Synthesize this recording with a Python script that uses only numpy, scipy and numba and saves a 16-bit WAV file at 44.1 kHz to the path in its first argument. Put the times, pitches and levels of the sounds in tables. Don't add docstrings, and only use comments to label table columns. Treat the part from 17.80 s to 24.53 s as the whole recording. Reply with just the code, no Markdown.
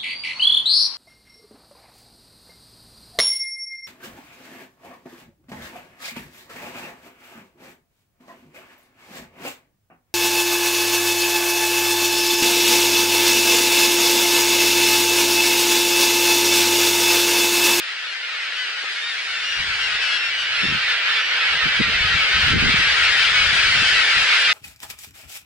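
import sys
import numpy as np
from scipy import signal
from scipy.io import wavfile
from scipy.ndimage import uniform_filter1d
from numba import njit

SR = 44100
rng = np.random.default_rng(int(sys.argv[2]) if len(sys.argv) > 2 else 0)


def amplitude_ratio(level_db):
    exponent = np.asarray(level_db, float) / 20
    return 10 ** exponent


def inscribe(sig):
    pcm = np.round(np.clip(np.atleast_2d(sig).T, -1, 1) * 32767)
    wavfile.write(sys.argv[1], SR, pcm.astype(np.int16))


N = 296793

# time in seconds, level in dB.
BREEZE = [
    (0, -80),
    (.43, -86),
    (1.3, -76),
    (2.3, -63),
    (2.8, -57),
    (3.6, -63),
    (5.3, -48),
    (6.73, -66),
]
# peak in seconds, level in dB, seconds to rise 20 dB, seconds to fall 20 dB.
GUSTS = [(.65, -71, .3, 1.5), (1.65, -57, .4, .22), (1.8, -43, .055, .4), (2.15, -48, .09, .11),
         (2.88, -39, .11, .19), (3.75, -43, .085, .18), (3.86, -36, .055, .09), (4.01, -32, .06, .21),
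         (4.35, -33, .5, .11), (4.57, -26, .042, .07), (4.74, -25, .19, .42), (5.73, -39, .8, .24),
         (6.02, -36.5, .7, .27), (6.37, -36, .035, .13), (6.69, -47, .14, .06)]
# centre in seconds, level in dB, half-length in seconds.
EDDIES = [(1.82, -46, 0.024), (2.844, -25, 0.017), (2.906, -27.5, 0.023), (2.95, -33, 0.031),
          (3.751, -40, .012), (3.868, -27.5, 0.014), (3.885, -37, 0.011), (4.009, -17.5, 0.011),
          (4.083, -27, .014), (4.151, -39, 0.026), (4.301, -44, .03), (4.36, -36, 0.033), (4.571, -41, .03),
          (4.685, -33, 0.023), (4.75, -18, 0.037), (4.832, -22.5, .04), (4.886, -23, 0.026),
          (4.945, -22, 0.0059), (5.002, -26, 0.0098), (5.734, -36, 0.02), (5.955, -37.5, 0.037),
          (6.027, -35, 0.013), (6.382, -44, 0.025)]
# frequency in Hz, level in dB per Hz.
BUFFET_COLOUR = [(20, -17.5), (50, 1.5), (105, -2.5), (170, -6), (260, -16), (500, -62)]
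# frequency in Hz, level in dB per Hz.
FLUTTER_COLOUR = [(60, -30), (130, 1), (220, -2.5), (330, -7.5), (480, -10), (800, -47.5)]
# frequency in Hz, likeness from -1 to 1.
WIND_LIKENESS = [(30, 0.86), (70, 0.99), (130, 0.44), (260, -0.16), (500, -0.76)]
# level in dB, resonance in Hz, width in Hz.
HAND_TAP = (-43.5, 620, 503)
TAP_S = 1.04

# time in seconds, level in dB.
FLOCK_LEVEL = [(0, -29.5), (.34, -30), (.71, -27.7), (1.3, -28.2), (1.76, -26.5), (1.9, -24.5),
               (2.4, -24.8), (2.68, -24.5), (2.81, -21.3), (3.04, -23), (3.47, -23), (3.6, -20),
               (4.12, -20.2), (4.7, -17.5), (4.76, -20.5), (4.87, -17.5), (6.13, -17.2), (6.73, -17.2)]
# centre in seconds, boost in dB, half-length in seconds.
SURGES = [
    (1.81, 2.3, .03),
    (2.2, 1.6, .14),
    (3.11, 3.5, .035),
    (3.32, 3.3, .09),
]
# frequency in Hz, level in dB per Hz.
DIN_COLOUR = [(150, -60), (250, -33.5), (408, -17.5), (550, -18.5), (828, -14.5), (1020, -14), (1440, -4),
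              (2240, -1.5), (2460, -3), (2660, -3), (3020, -4), (4920, -12), (6040, -23), (9390, -34),
              (10800, -37), (14100, -69), (22000, -120)]
# frequency in Hz, likeness from -1 to 1.
DIN_LIKENESS = [(300, 0.99), (1100, 0.67), (2400, 1), (5000, 0.41), (10000, 0.25)]
LEAD_S = -0.000053
# time in seconds, left over right in dB, treble in dB.
AIM = [
    (0, 1.5, 1),
    (.6, 1.4, -1),
    (1.5, 1.2, 3),
    (2.27, 1, -.8),
    (3.4, -1, -4.5),
    (4.7, 1.2, -2),
    (5.38, 3, 0),
    (6.1, 2, 1.5),
    (6.73, 1, 0.5),
]

# start in seconds, length in seconds, level in dB, pulses per second.
RASPS = [(0.553, 0.031, -45.5, 160), (0.742, 0.046, -45, 340), (1.076, .1, -40.5, 300),
         (1.405, 0.056, -41.5, 300), (1.99, 0.093, -41, 300), (2.362, 0.05, -48, 300),
         (3.069, 0.061, -48.5, 250), (3.323, 0.067, -43.5, 300), (4.674, .05, -37.5, 100),
         (5.717, .08, -27, 260), (6.43, .06, -40.5, 140), (6.577, .06, -30, 490)]
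# frequency in Hz, width in Hz, level in dB.
RASP_THROAT = [(3300, 560, 15.5), (6500, 2000, -12.5), (9200, 2500, -29)]
# start in seconds, length in seconds, top pitch in Hz, level in dB.
ARCHES = [
    (.755, .08, 1530, -32.5),
    (1.212, .11, 1855, -32),
    (1.53, .11, 1775, -36),
    (1.63, .155, 2865, -31),
    (1.995, .075, 2800, -29),
    (2.31, .055, 1675, -27),
]
# start in seconds, length in seconds, first and last pitch in Hz, level in dB.
WHISTLES = [
    (.733, .064, 2775, 2760, -40),
    (1.41, .04, 2880, 2800, -42),
    (2.19, .3, 2580, 2735, -30),
    (2.77, .14, 2675, 2735, -31),
    (3.39, .12, 2885, 2875, -34),
    (4.98, .04, 2930, 2830, -35),
    (5.952, .064, 2715, 2670, -28),
]
# start in seconds, length in seconds, first and last pitch in Hz, level in dB.
CAWS = [(.225, .08, 1845, 1795, -43), (.153, .058, 2740, 2700, -38), (.547, .055, 1398, 1393, -42),
        (1.064, .058, 1744, 1705, -40), (1.496, .064, 1403, 1374, -36), (1.7, .069, 1613, 1615, -36),
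        (1.984, .058, 1570, 1552, -32), (2.115, .055, 1440, 1444, -35), (2.512, .238, 2915, 2945, -31),
        (4.114, .09, 2666, 2610, -33), (3.07, .06, 1815, 1780, -32), (2.73, .081, 2001, 2020, -33),
        (2.82, .06, 1805, 1760, -29), (2.945, .084, 1415, 1400, -39), (3.35, .05, 1800, 1720, -28),
        (3.95, .09, 1957, 1928, -32), (4.248, .064, 1528, 1558, -30), (4.321, .055, 1367, 1355, -30),
        (4.663, .069, 1352, 1334, -30), (4.672, .064, 1555, 1545, -30), (5.171, .055, 1561, 1548, -33),
        (5.22, .2, 1570, 1550, -33), (5.798, .058, 1506, 1509, -31), (6.02, .1, 1545, 1535, -26)]
# start in seconds, length in seconds, first and last pitch in Hz, level in dB.
SCREAMS = [
    (0, .07, 1860, 1745, -45),
    (.265, .07, 1443, 1413, -44),
    (2.21, .16, 1560, 1418, -34.5),
    (2.575, .05, 1610, 1550, -37),
    (3.005, .1, 1395, 1350, -41),
    (5.41, .055, 1568, 1530, -35),
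    (5.74, .06, 1545, 1575, -34),
]
# frequency in Hz, level in dB.
BILL = [(1400, -3), (2900, 0), (3700, 0), (4500, -6), (5600, -19), (7200, -27), (11000, -36)]
ARCH_RISE, ARCH_FALL = .035, .022
SETTLE = .77
SCREAM_TILT_DB, SCREAM_HALF = 3.5, .2
SCREAM_JITTER, CLEAN_JITTER = .007, .005
WHISTLE_LEFT_DB, CAW_LEFT_DB = 7, 3
UPPER_HZ, OCTAVE_DB = 2400, 8.5

# frequency in Hz, share of weak cells lost in percent.
GAPS = [(7000, 0), (8500, 2), (9500, 8), (10700, 26)]
EDGE_HZ = 10980


def evened(x):
    return x / np.sqrt(np.mean(x ** 2) + 1e-20)


def read(points, hz):
    f, value = np.transpose(points)
    return np.interp(np.log(hz + 1), np.log(f + 1), value)


def curve(rows, t):
    s, *columns = np.transpose(rows)
    return [np.interp(t, s, c) for c in columns]


def add(mix, s, sound):
    part = mix[:, round(s * SR):][:, :sound.shape[1]]
    part += sound[:, :part.shape[1]]


def resonate(x, hz, width):
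    r = np.exp(-np.pi * width / SR)
    return signal.lfilter([1 - r, 0, r - 1], [1, -2 * r * np.cos(2 * np.pi * hz / SR), r * r], x)


def pair_noise(size, same, lead):
    hz = np.fft.rfftfreq(size, 1 / SR)
    t = np.arange(4 * N // size + 5) * size / 4 / SR
    a, b, c, d = rng.standard_normal((len(t), len(hz), 4)).T
    like = np.clip(read(same, hz), -1, 1)[:, None]
    left = a + 1j * b
    delay = np.exp(-2j * np.pi * hz * lead)[:, None]
    right = like * left * delay + np.sqrt(1 - like ** 2) * (c + 1j * d)
    return hz, t, np.array([left, right])


def wind():
    t = np.arange(N) / SR
    flutter = np.sqrt(sum(amplitude_ratio(2 * db) * np.exp(-((t - s) / half) ** 2 * 2) for s, db, half in EDDIES))
    gusts = 0
    for s, db, rise, fall in GUSTS:
        gusts = gusts + amplitude_ratio(2 * db - 2 * 20 * np.maximum((s - t) / rise, (t - s) / fall))
    buffet = amplitude_ratio(1.5) * np.sqrt(amplitude_ratio(2 * curve(BREEZE, t)[0]) + gusts)
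    out = 0
    for colour, level, width, depth_db in [(BUFFET_COLOUR, buffet, 700, 3.0), (FLUTTER_COLOUR, flutter, 250, 3.5)]:
        hz, _, z = pair_noise(2048, WIND_LIKENESS, 0)
        z = z * amplitude_ratio(read(colour, hz))[:, None]
        noise = signal.istft(z, nperseg=2048, noverlap=1536)[1][:, :N]
        lumps = uniform_filter1d(uniform_filter1d(rng.standard_normal(N), width), width)
        out = out + level * evened(noise * amplitude_ratio(depth_db * evened(lumps)))
    return out


def tap():
    db, hz, width = HAND_TAP
    mix = np.zeros((2, N))
    scuff = resonate(rng.standard_normal(1500) * np.hanning(1500), hz, width)
    add(mix, TAP_S - .015, amplitude_ratio(db) * evened(scuff) * np.ones((2, 1)))
    return mix


@njit
def add_cries(mix, rows, gains, wobble, rate):
    for n in range(len(rows)):
        s, length, a, m, b, left, lead, jitter, droop, half = rows[n]
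        count, turn = int(length * rate), 0.
        for i in range(count + 900):
            at = int(s * rate) + i
            if at < 0 or at >= mix.shape[1]:
                continue
            u = min(2. * i / count - 1, 1.)
            over = max(i - count, 0) / 900
            hz = (m + u * (b - a) / 2 + u * u * ((a + b) / 2 - m)) * (1 - droop * over)
            turn += 2 * np.pi * hz * (1 + jitter * wobble[(at + 7919 * n) % len(wobble)]) / rate
            level = min(i / 600, 1.) * (1 - over) * (1 + half * np.cos(turn / 2))
            for side in range(2):
                c = np.cos(turn - side * 2 * np.pi * hz * lead)
                now, before, total = c, 1., 0.
                for k in range(gains.shape[1]):
                    total += gains[n, k] * now
                    now, before = 2 * c * now - before, now
                mix[side, at] += level * total * (left if side == 0 else 1 / left)


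def cries(rows, gains):
    mix = np.zeros((2, N))
    wobble = evened(uniform_filter1d(rng.standard_normal(N), 60))
    add_cries(mix, rows, gains, wobble, SR)
    return mix


def crowd(count=2600):
    u, g = rng.random((count, 8)).T, rng.standard_normal((count, 12)).T
    hz = 1600 * np.exp(.13 * g[0]) * np.where(u[1] < .25, 1.7, 1)
    near_db = 1.7 * np.minimum(-np.log(u[2]), 3)
    k = np.arange(1, 8)[:, None]
    partial_db = near_db - 5 * k * hz / 1500 + 3.5 * np.clip(g[5:], -2, 2)
    gains = amplitude_ratio(partial_db) * (k * hz < 11000)
    gains *= np.sign(rng.standard_normal((count, 7)).T)
    start_s = (np.arange(count) + u[0]) * 7 / count - .2
    length = .02 + .09 * u[3] ** 2
    start, end = hz * (.99 + .015 * g[1]), hz * (.985 + .015 * g[2])
    jitter, droop, half = .008 + .05 * u[4] ** 3, .08 * u[5], .8 * u[6] ** 3
    left, lead = amplitude_ratio(1.5 * g[3]), LEAD_S + 8e-5 * g[4]
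    rows = [start_s, length, start, hz, end, left, lead, jitter, droop, half]
    return cries(np.transpose(rows).copy(), gains.T.copy())


def flock():
    hz, t, far = pair_noise(1024, DIN_LIKENESS, LEAD_S)
    near = signal.stft(crowd(), nperseg=1024, noverlap=768)[2]
    t, far = t[:near.shape[2]], far[..., :near.shape[2]]
    near /= np.sqrt(uniform_filter1d((abs(near) ** 2).mean((0, 2)), 7))[:, None]
    clumps = uniform_filter1d((abs(near) ** 2).mean(0), size=30, axis=1)
    clumps = uniform_filter1d(clumps, size=5, axis=0)
    near /= clumps ** .34
    voiced = np.clip((hz - 1120) / 150, 0, 1)[:, None]
    near *= voiced
    patches = uniform_filter1d(rng.standard_normal(far.shape[::-1][:2]).T, 10, 0)
    patches = evened(uniform_filter1d(patches, 14, 1))
    far *= amplitude_ratio(.8 * patches - 3 * voiced)
    z = (near + far) * amplitude_ratio(read(DIN_COLOUR, hz))[:, None]
    treble_db = curve(AIM, t)[1]
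    shelf = np.clip(np.log2(hz / 3500 + 1e-9), 0, 1)[:, None]
    z *= amplitude_ratio(shelf * (treble_db - treble_db.mean()))
    din = evened(signal.istft(z, nperseg=1024, noverlap=768)[1][:, :N])
    t = np.arange(N) / SR
    side_db = curve(AIM, t)[0]
    surge_db = sum(db * np.exp(-((t - s) / half) ** 2) for s, db, half in SURGES)
    return din * amplitude_ratio(curve(FLOCK_LEVEL, t)[0] + surge_db + 1.76 + np.array([side_db, -side_db]) / 2)


def rasps():
    mix = np.zeros((2, N))
    for s, length, db, per_s in RASPS:
        t = np.arange(0, length, 1 / SR)
        puffs = np.exp(-(per_s * t % 1) / .3) * rng.standard_normal((2, len(t)))
        puffs = puffs + .8 * puffs[::-1]
        throat = sum(amplitude_ratio(g) * resonate(puffs, f, w) for f, w, g in RASP_THROAT)
        add(mix, s, amplitude_ratio(db) * evened(throat) * signal.windows.tukey(len(t), .5))
    return mix


def near_gulls():
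    arched = [(s, n, f * (1 - ARCH_RISE), f, f * (1 - ARCH_FALL), db) for s, n, f, db in ARCHES]
    level = [(s, n, a, (a + b) / 2, b, db) for s, n, a, b, db in list(WHISTLES) + list(CAWS)]
    harsh = [(s, n, a, a + SETTLE * (b - a), b, db) for s, n, a, b, db in SCREAMS]
    rows = np.array(arched + level + harsh)
    k = np.arange(1, 8)
    place = np.arange(len(rows))
    scream = place >= len(arched + level)
    whistle = (place < len(ARCHES) + len(WHISTLES)) & (rows[:, 3] > UPPER_HZ)
    hz = rows[:, 2:5].max(1)[:, None] * k
    voice_db = read(BILL, hz) + SCREAM_TILT_DB * np.outer(scream, np.minimum(k, 4) - 1)
    voice_db = voice_db + OCTAVE_DB * np.outer(whistle, k == 2)
    gains = np.sqrt(2) * amplitude_ratio(rows[:, 5:] + voice_db) * (hz < 11000)
    pan_db = np.where(scream | whistle, WHISTLE_LEFT_DB, CAW_LEFT_DB)
    lead = LEAD_S + 8e-6 * pan_db
    jitter = np.where(scream, SCREAM_JITTER, CLEAN_JITTER)
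    droop = np.full(len(rows), .05)
    voices = np.c_[rows[:, :5], amplitude_ratio(pan_db / 2), lead, jitter, droop, SCREAM_HALF * scream]
    return cries(voices, gains)


def scene():
    return wind() + tap() + flock() + rasps() + near_gulls()


def thin_treble(x):
    hz, _, z = signal.stft(x, SR, nperseg=1024, noverlap=768)
    power = uniform_filter1d((abs(z) ** 2).mean(0), size=6, axis=0)
    power = uniform_filter1d(power, size=4, axis=1)
    log_power = np.log(power + 1e-20)
    weak = log_power - uniform_filter1d(log_power, size=24, axis=1)
    rank = 100 * weak.argsort(1).argsort(1) / weak.shape[1]
    kept = z * (rank >= read(GAPS, hz)[:, None])
    return signal.istft(kept, nperseg=1024, noverlap=768)[1][:, :N]


def roll_off(x):
    return signal.sosfilt(signal.butter(12, 10970, fs=SR, output="sos"), x)


def record(dry):
    low = signal.lfilter(*signal.butter(2, 500, fs=SR), dry)
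    low_db = 10 * np.log10(uniform_filter1d((low ** 2).mean(0), 500) + 1e-12)
    over_db = np.maximum(low_db + 24, 0)
    limited = .85 * np.tanh(dry / amplitude_ratio(.3 * over_db) / .85)
    edge = signal.firwin(801, EDGE_HZ, window=("kaiser", 9), fs=SR)[None]
    mix = signal.oaconvolve(thin_treble(limited), edge, "same")
    return roll_off(mix)


dry = scene()
out = record(dry)
inscribe(out)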